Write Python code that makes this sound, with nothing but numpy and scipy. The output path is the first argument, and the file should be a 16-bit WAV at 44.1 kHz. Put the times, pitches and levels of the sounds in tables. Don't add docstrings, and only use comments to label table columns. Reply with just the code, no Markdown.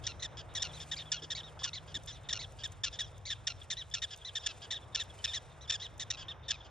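import sys
import numpy as np
from scipy import signal
from scipy.fft import rfft, irfft, next_fast_len
from scipy.io import wavfile
from scipy.ndimage import map_coordinates

SR = 44100
rng = np.random.default_rng(int(sys.argv[2]) if len(sys.argv) > 2 else 0)


def transcribe(u):
    v = np.clip(np.atleast_2d(u).T, -1, 1)
    q = np.round(v * 32767).astype(np.int16)
    wavfile.write(sys.argv[1], SR, q)


N = 295470


def amp(db):
    return 10 ** (np.asarray(db) / 20)


def unit(x):
    return x / np.sqrt(np.mean(x ** 2) + 1e-20)


def along(points, hz):
    f, v = np.transpose(points)
    return np.interp(np.log(hz + 1), np.log(f + 1), v)


def level_curve(rows):
    s, db = np.transpose(rows)
    return np.interp(np.arange(N) / SR, s, db)


def wobble(rate, t):
    return map_coordinates(rng.standard_normal(size=512), [t * rate], mode="wrap")


def filtered(x, response):
    m = next_fast_len(N + SR // 2)
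    hz = np.fft.rfftfreq(m, 1 / SR)
    return irfft(rfft(x, m) * response(hz), m)[..., :N]


def noise(spectrum):
    return unit(filtered(rng.standard_normal(N), lambda hz: amp(along(spectrum, hz))))


# frequency in Hz, correlation from 0 to 1.
STEREO_LIKENESS = [(30, .93), (70, 1), (140, 0.52), (300, 0.62), (600, 0.85), (1200, 0.5), (3000, 1)]


def wide_noise(spectrum):
    turn = lambda hz: np.arccos(np.clip(along(STEREO_LIKENESS, hz), -1, 1)) / 2
    mid = filtered(noise(spectrum), lambda hz: np.cos(turn(hz)))
    side = filtered(noise(spectrum), lambda hz: np.sin(turn(hz)))
    return np.array([mid + side, mid - side])


def add(track, s, sound):
    part = track[max(round(s * SR), 0):][:len(sound)]
    part += sound[:len(part)]


def clock(length):
    return np.arange(max(round(length * SR), 2)) / SR


def arch(t, start_hz, top_hz, end_hz, place):
    u = t / t[-1]
    place = np.clip(place, .05, .95)
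    before = top_hz + (start_hz - top_hz) * (1 - u / place) ** 2
    after = top_hz + (end_hz - top_hz) * ((u - place) / (1 - place)) ** 2
    return np.where(u < place, before, after)


def gate(t, attack, release):
    opening = np.sin(np.pi / 2 * np.clip(t / attack, 0, 1))
    closing = np.sin(np.pi / 2 * np.clip((t[-1] - t) / release, 0, 1))
    return opening * closing


def fade(t, fall_db):
    return amp(fall_db * (1.0 - t / t[-1]))


def step(t, when, width):
    return .5 + .5 * np.tanh((t - when) / width)


def strain(pitch, limit_hz):
    return .5 + .5 * np.tanh((pitch - limit_hz) / 70)


def voice(t, pitch, harmonics_db, bright_db, rough, jitter=0.057, scatter=0.6, chaos_rate=1700):
    phase = 2 * np.pi * np.cumsum(pitch * (1 + jitter * rough * wobble(746, t))) / SR
    flutter_db = 1.8 * np.tanh(3 * rough * wobble(650, t))
    out = np.zeros(len(t))
    for k, db in enumerate(harmonics_db, 1):
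        slip = scatter * rough * k * wobble(chaos_rate, t)
        shimmer_db = flutter_db + 2 * rough * wobble(900, t) + .6 * min(k, 4) * wobble(130, t)
        level = amp(db + bright_db * (k > 2) + shimmer_db)
        out += level * np.sin(k * phase + slip + rng.uniform(0, 2 * np.pi))
    return out


def catch(t, place, width, depth):
    when = t[-1] * (place + .07 * rng.standard_normal())
    stall = np.clip(depth * rng.uniform(.4, 1.2), 0, 1)
    return 1 - stall * np.exp(-((t - when) / width) ** 2)


def field_echo(x, t60, level_db):
    t = clock(1.0)
    tail = rng.standard_normal(len(t)) * amp(-60 * t / t60) * (1 - np.exp(-t / 0.005))
    return amp(level_db) * signal.fftconvolve(x, tail / np.linalg.norm(tail))[:N]


# frequency in Hz, relative density in dB per Hz.
RUMBLE_COLOUR = [(12, -45.5), (20, -35.5), (49, -0.5), (102, 5), (156, -7), (206, -18), (230, -33),
                 (300, -49.5), (510, -120)]
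DRONE_COLOUR = [(120, -37), (200, -2), (350, -3), (550, -36)]
TRAFFIC_COLOUR = [(250, -13), (450, 0.5), (650, 1.5), (1000, -2), (1400, -5), (2200, -12), (3300, -18.5),
                  (4300, -50), (5500, -24), (8000, -55.5), (12000, -75.5)]
# time in seconds, relative level in dB.
RUMBLE_LEVEL = [(0, -49.5), (.7, -52.5), (1.2, -57), (1.8, -53), (2.4, -52), (3.7, -53), (4.15, -57),
                (5.8, -53.5), (6.7, -53.5)]
DRONE_LEVEL = [(0.0, -62), (0.22, -69.5), (0.71, -66), (3.82, -72.5), (4.16, -95.5), (4.48, -68.5),
               (5.73, -72), (5.75, -79.5), (5.95, -65.5), (6.7, -70.5)]
TRAFFIC_LEVEL = [(0, -58.5), (.7, -56.5), (1.2, -60.5), (1.8, -59.5), (3.1, -61.5), (4.15, -63),
                 (4.5, -59.5), (5.7, -60), (6.7, -59.5)]
HUM_LEVEL = [(0, -81), (.7, -52.5), (2.2, -58.5), (2.9, -71), (6.7, -67.5)]
# frequency in Hz, left minus right in dB.
TOWN_LEAN = [(30, 2.5), (90, 1.5), (170, 1), (350, .4), (650, -1.3), (1300, -1)]


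def town(traffic_db=1.5, hum_hz=153, hum_db=-2, swell_db=1.2):
    t = np.arange(N) / SR
    rumble = amp(level_curve(RUMBLE_LEVEL)) * wide_noise(RUMBLE_COLOUR)
    drone = amp(level_curve(DRONE_LEVEL)) * wide_noise(DRONE_COLOUR)
    traffic = wide_noise(TRAFFIC_COLOUR)
    roar = filtered(traffic, lambda hz: 1 / (1 + (hz / 800) ** 4))
    hiss = traffic - roar
    swelling = roar * amp(swell_db * wobble(7, t)) + hiss * amp(swell_db * wobble(7, t))
    road = amp(level_curve(TRAFFIC_LEVEL) + traffic_db) * swelling
    hum = amp(level_curve(HUM_LEVEL) + hum_db) * np.sin(2 * np.pi * hum_hz * t + 0.32 * wobble(14.0, t))
    lean = lambda hz: amp(np.outer([.5, -.5], along(TOWN_LEAN, hz)))
    return filtered(rumble + drone + road + hum, lean)


def whine(hz=1100, level_db=-64, loudest=5.0, spread=2.6):
    t = np.arange(N) / SR
    phase = 2 * np.pi * np.cumsum(hz * (1 + .11 * wobble(11, t))) / SR + .9 * wobble(150, t)
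    heard = np.clip(wobble(9, t) + .2, 0, 1.5)
    return amp(level_db) * heard * np.exp(-((t - loudest) / spread) ** 2) * np.sin(phase)


# start in seconds, pitch in Hz, length in seconds, relative level in dB.
BUMPS = [(1.216, 392, 0.04, -53), (1.57, 1100, 0.012, -49.5), (1.617, 1010, 0.0088, -46),
         (1.647, 1134, 0.023, -52), (1.945, 302, 0.046, -54)]


def bumps():
    out = np.zeros(N)
    for s, hz, length, db in BUMPS:
        t = clock(length)
        tone = np.sin(2 * np.pi * hz * t + 1.8 * wobble(hz / 2, t))
        add(out, s, amp(db + 3) * np.sin(np.pi * t / t[-1]) * tone)
    return out


# time in seconds, relative level in dB.
RUSTLE_LEVEL = [(0.0, -86), (0.47, -91), (0.76, -76.5), (1.29, -85.5), (2.35, -86), (2.5, -80),
                (2.85, -87.5), (3.73, -83.5), (4.59, -82.5), (4.78, -88), (5.28, -77.5), (5.5, -85.5),
                (5.91, -88.5), (6.1, -86), (6.27, -104), (6.7, -105)]
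# time in seconds, relative level in dB.
TICKS = [(0.54, -55), (0.863, -59.5), (2.036, -54), (2.061, -49.5), (2.234, -61), (2.523, -57),
         (2.676, -55), (2.721, -52.5), (3.181, -57), (3.633, -58.5), (3.902, -57), (4.163, -55),
         (4.176, -51.5), (5.037, -49.5), (5.143, -61), (5.98, -53)]
# frequency in Hz, relative density in dB per Hz.
RUSTLE_COLOUR = [(1000, -27.5), (2500, 5), (3600, -4.5), (4500, -2.5), (5700, -3.5), (8500, 5.5),
                 (12000, -20.5), (13500, -8), (15500, -20)]
TICK_COLOUR = [(1000, -26), (4500, -21), (6000, 1), (8000, 1), (11500, -10), (13500, -4.5), (16000, -29.5)]


def rustle(level_db=16, tick_db=4, flicker_db=3):
    t = np.arange(N) / SR
    bed_db = level_curve(RUSTLE_LEVEL) + level_db + flicker_db * wobble(70, t) + 0.79 * wobble(5.7, t)
    bed = amp(bed_db) * noise(RUSTLE_COLOUR)
    bursts, life = np.zeros(N), clock(.02)
    for s, db in TICKS:
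        add(bursts, s - .0007, amp(db + tick_db - 60 * life / 0.018))
    return bed + bursts * noise(TICK_COLOUR)


# level in dB of harmonics 1, 2, 3 ..
CHIRP_HARMONICS = [-13, -2, -5, -17.5, -11, -15.5]


def colony(count=60, level_db=-73, spread_db=10):
    out = np.zeros(N)
    for when, size, height, loud in rng.random((count, 4)):
        t = clock(0.028 + 0.017 * size)
        top_hz = 1680 + 250 * height
        pitch = arch(t, .9 * top_hz, top_hz, .85 * top_hz, place=.4)
        call = voice(t, pitch, CHIRP_HARMONICS, bright_db=-18, rough=.9)
        add(out, when * N / SR, amp(level_db + spread_db * loud) * call * gate(t, attack=.01, release=0.0079))
    return out


# start in seconds, nominal length in seconds, top pitch in Hz, relative level in dB.
RASPS = [(0.036, 0.043, 1677, -57.5), (0.369, 0.048, 1703, -57.5), (0.799, 0.04, 1782, -56),
         (1.22, 0.034, 1730, -56), (1.59, 0.048, 1735, -60), (1.875, 0.051, 1650, -66.5),
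         (2.072, 0.047, 1807, -55.5), (2.587, 0.042, 1650, -61), (2.927, 0.036, 1755, -57.5),
         (4.106, 0.041, 1722, -55.5), (4.432, 0.091, 1740, -59), (4.617, 0.044, 1690, -59),
         (5.797, 0.038, 1725, -58), (6.17, 0.066, 1670, -58.5), (6.644, 0.032, 1595, -67)]
# level in dB of harmonics 1, 2, 3 ..
RASP_HARMONICS = [-1.5, 5.5, 5, -8.5, -8.5]


def rasps(throb_hz=330, throb=0.64):
    out = np.zeros(N)
    for s, length, top_hz, db in RASPS:
        t = clock(length + 0.0042)
        pitch = arch(t, .93 * top_hz, top_hz, .86 * top_hz, place=.3)
        chop = 1 + throb * np.sin(2 * np.pi * throb_hz * t + 1.3 * wobble(130, t))
        rasp = voice(t, pitch, RASP_HARMONICS, bright_db=-2.5, rough=.37) * chop
        add(out, s, amp(db) * rasp * fade(t, fall_db=2.5) * gate(t, attack=0.0045, release=0.01))
    return out


# start in seconds, nominal length in seconds, aimed top pitch in Hz,
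# relative level in dB, brightness in dB.
CHIRPS = [(0.195, 0.044, 2084, -53.5, -8), (0.595, 0.033, 1800, -45.5, -4.5),
          (0.692, 0.029, 1745, -55, -26), (0.732, 0.056, 2010, -53, -6.5), (0.962, 0.066, 2440, -45, -13),
          (1.055, 0.041, 1720, -57, -19), (1.16, 0.04, 1670, -51, -32), (1.349, 0.063, 2323, -42, -12),
          (1.431, 0.065, 1897, -54, -10.5), (1.731, 0.056, 2220, -42.5, -13), (2.118, 0.055, 2010, -58, -3),
          (2.39, 0.062, 2220, -44, -11), (3.014, 0.074, 1950, -61, 1), (3.021, 0.032, 1696, -49, -19),
          (3.253, 0.062, 2220, -44, -8), (3.615, 0.011, 1720, -52.5, -14), (3.768, 0.059, 1980, -43, -12.5),
          (3.912, 0.02, 1750, -51.5, -6), (4.213, 0.024, 1685, -57.5, -16), (4.247, 0.053, 2027, -45, -10),
          (4.392, 0.039, 1890, -56, -1), (4.74, 0.041, 1907, -44, -14), (4.819, 0.025, 1765, -60.5, -19),
          (5.098, 0.02, 1685, -55, -27), (5.187, 0.025, 1540, -56, -10), (5.276, 0.054, 1834, -45, -5),
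          (5.609, 0.054, 2004, -58, -5.5), (5.676, 0.079, 1790, -54, -1), (5.818, 0.051, 2025, -44, -10.5),
          (6.21, 0.048, 1690, -61, -27), (6.282, 0.043, 1855, -44, -14.5), (6.604, 0.017, 1720, -53.5, -26)]
CHIRP_REST_HZ, CHIRP_END_HZ = 1590, 1515
CHIRP_HEAD_START = .25
CHIRP_TOP_AT = 0.27
CRACK_HZ, CRACK_LAG_S, REGAIN_HZ = 2260, 0.0051, 1854


def chirps():
    out = np.zeros(N)
    for s, length, top_hz, db, bright_db in CHIRPS:
        t = clock(length + 0.0011)
        start_hz = CHIRP_REST_HZ + CHIRP_HEAD_START * (top_hz - CHIRP_REST_HZ)
        aim = arch(t, start_hz, top_hz, CHIRP_END_HZ, CHIRP_TOP_AT)
        top_s = CHIRP_TOP_AT * length
        cracked = strain(top_hz, CRACK_HZ) * step(t, top_s + CRACK_LAG_S, width=0.0044)
        pitch = aim - cracked * np.maximum(aim - REGAIN_HZ, 0)
        rough = .26 + .55 * strain(aim, limit_hz=2080) * step(t, top_s, width=.004)
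        chirp = voice(t, pitch, CHIRP_HARMONICS, bright_db, rough)
        add(out, s, amp(db) * chirp * fade(t, fall_db=4.5) * gate(t, attack=0.0033, release=0.0019))
    return out


# start in seconds, nominal length in seconds, top pitch in Hz before the step down,
# relative level in dB, brightness in dB.
BARKS = [(0.222, 0.045, 1973, -44.5, -6.5), (0.549, 0.042, 1946, -44, -6), (0.913, 0.036, 1882, -43, -8.5),
         (1.302, 0.037, 1895, -43.5, -8), (1.632, 0.034, 1853, -44.5, -3.5),
         (1.942, 0.036, 1868, -44.5, -7), (2.287, 0.037, 1910, -44, -7.5),
         (2.634, 0.035, 1860, -43.5, -8.5), (2.988, 0.038, 1896, -42, -7), (3.3, 0.04, 1867, -42.5, -9),
         (3.701, 0.042, 1970, -43, -6), (4.018, 0.037, 1914, -42, -7.5), (4.352, 0.036, 1875, -43, -6.5),
         (4.705, 0.043, 1940, -43, -9), (4.997, 0.033, 1895, -43, -8.5), (5.332, 0.054, 1933, -44, -7.5),
         (5.72, 0.046, 1862, -44, -5), (5.995, 0.045, 1983, -46, -4.5), (6.481, 0.034, 1852, -46.5, -5.5)]
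# level in dB of harmonics 1, 2, 3 ..
BARK_HARMONICS = [-2.5, 3.5, 3.5, -5, -3, -31.5, -6.5]
BARK_STEP = 0.028


def barks():
    out = np.zeros(N)
    for s, length, top_hz, db, bright_db in BARKS:
        t = clock(length + 0.0015)
        pitch = arch(t, .88 * top_hz, top_hz, .83 * top_hz, place=.24)
        pitch = pitch * (1 - BARK_STEP * step(t, length / 2, width=0.0016))
        rough = .25 + .5 * strain(pitch, limit_hz=1870)
        bark = voice(t, pitch, BARK_HARMONICS, bright_db, rough)
        bark = bark * catch(t, place=0.43, width=0.00079, depth=1.0)
        add(out, s, amp(db) * bark * fade(t, fall_db=3.5) * gate(t, attack=0.0052, release=0.012))
    return out


# start in seconds, nominal length of the yip in seconds, top pitch of the yip in Hz,
# central pitch of the creak in Hz, relative level in dB, brightness of the yip in dB.
YIPS = [(0.066, 0.012, 1880, 1380, -40, -1), (0.62, 0.015, 1882, 1424, -38.5, 0),
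        (1.117, 0.015, 1792, 1420, -38, 1.5), (1.64, 0.012, 1787, 1422, -39, -2),
        (2.327, 0.012, 1877, 1427, -38, -1.5), (2.835, 0.021, 1795, 1407, -39, -1.5),
        (3.469, 0.014, 1853, 1398, -38, -1), (3.938, 0.016, 1844, 1360, -38.5, -1.5),
        (4.461, 0.014, 1782, 1335, -38, 0.5), (4.947, 0.015, 1786, 1355, -37, -2),
        (5.241, 0.019, 1826, 1248, -37.5, -3), (5.696, 0.017, 1830, 1272, -36, -3),
        (6.102, 0.015, 1913, 1330, -38.5, -1.5), (6.504, 0.016, 1762, 1260, -36.5, -3)]
# level in dB of harmonics 1, 2, 3 ..
YIP_HARMONICS = [-1.5, 4.5, 6, -5.5, -8, -17.5, -16.5]
CREAK_HARMONICS = [1, 6.5, 7, 1.5, -17, -15, -19.5]
YIP_PLUS_CREAK_S = 0.061
CREAK_REF_HZ, CREAK_UNDER_DB, CREAK_DB_PER_HZ = 1364, -17, 0.0487


def yips():
    out = np.zeros(N)
    for s, length, top_hz, creak_hz, db, bright_db in YIPS:
        t = clock(length + 0.00038)
        pitch = arch(t, 0.912 * top_hz, top_hz, 0.895 * top_hz, place=0.3)
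        rough = 0.6 * np.clip(t / 0.0057, .3, 1)
        yip = voice(t, pitch, YIP_HARMONICS, bright_db, rough)
        yip = yip * catch(t, place=.66, width=.0008, depth=.75)
        add(out, s, amp(db) * yip * gate(t, attack=0.0032, release=0.0026))

        t = clock(YIP_PLUS_CREAK_S - length)
        pitch = arch(t, 1.08 * creak_hz, creak_hz, .91 * creak_hz, place=.55) * (1 + .012 * wobble(120, t))
        sputter = 1 + 0.61 * np.tanh(1.0 * wobble(420, t))
        creak = voice(t, pitch, CREAK_HARMONICS, bright_db=0, rough=.32 + .5 * np.exp(-t / .009))
        creak_db = db + CREAK_UNDER_DB + CREAK_DB_PER_HZ * (creak_hz - CREAK_REF_HZ)
        creak = amp(creak_db) * creak * sputter * gate(t, attack=0.0013, release=0.013)
        add(out, s + length - .001, creak)
    return out


# frequency in Hz, gain in dB.
MOUTH_TONE = [(1900, -2.5), (2300, 3.5), (2900, 2.5), (3600, 4), (4450, -2.5), (5500, 2), (6300, 7.5),
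              (7200, 6.5), (8300, -4), (12500, -19.5), (14500, -31.5)]


def scene():
    far = chirps() + rasps()
    scattered = field_echo(far, t60=0.056, level_db=-13.0) + field_echo(colony(), t60=0.13, level_db=5.5)
    calls = filtered(yips() + barks() + far + scattered, lambda hz: amp(along(MOUTH_TONE, hz)))
    echo = field_echo(calls, t60=1.0, level_db=-25.5)
    return town() + whine() + bumps() + rustle() + calls + echo


# frequency in Hz, phase by which left leads right in radians.
PORT_LEAD = [(300, 0), (1500, -.05), (2200, .25), (2700, .82), (3500, .42), (4300, .08), (4950, .2),
             (5500, 1.05), (6200, 1.5), (7200, 1.95), (8000, 2.4), (9000, 2.7), (11000, 2.8)]
TOP_HZ = 15850


def record(dry):
    lead = lambda hz: np.exp(.5j * np.outer([1, -1], along(PORT_LEAD, hz)))
    return filtered(dry, lambda hz: lead(hz) * (hz < TOP_HZ))


dry = scene()
out = record(dry)
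transcribe(out)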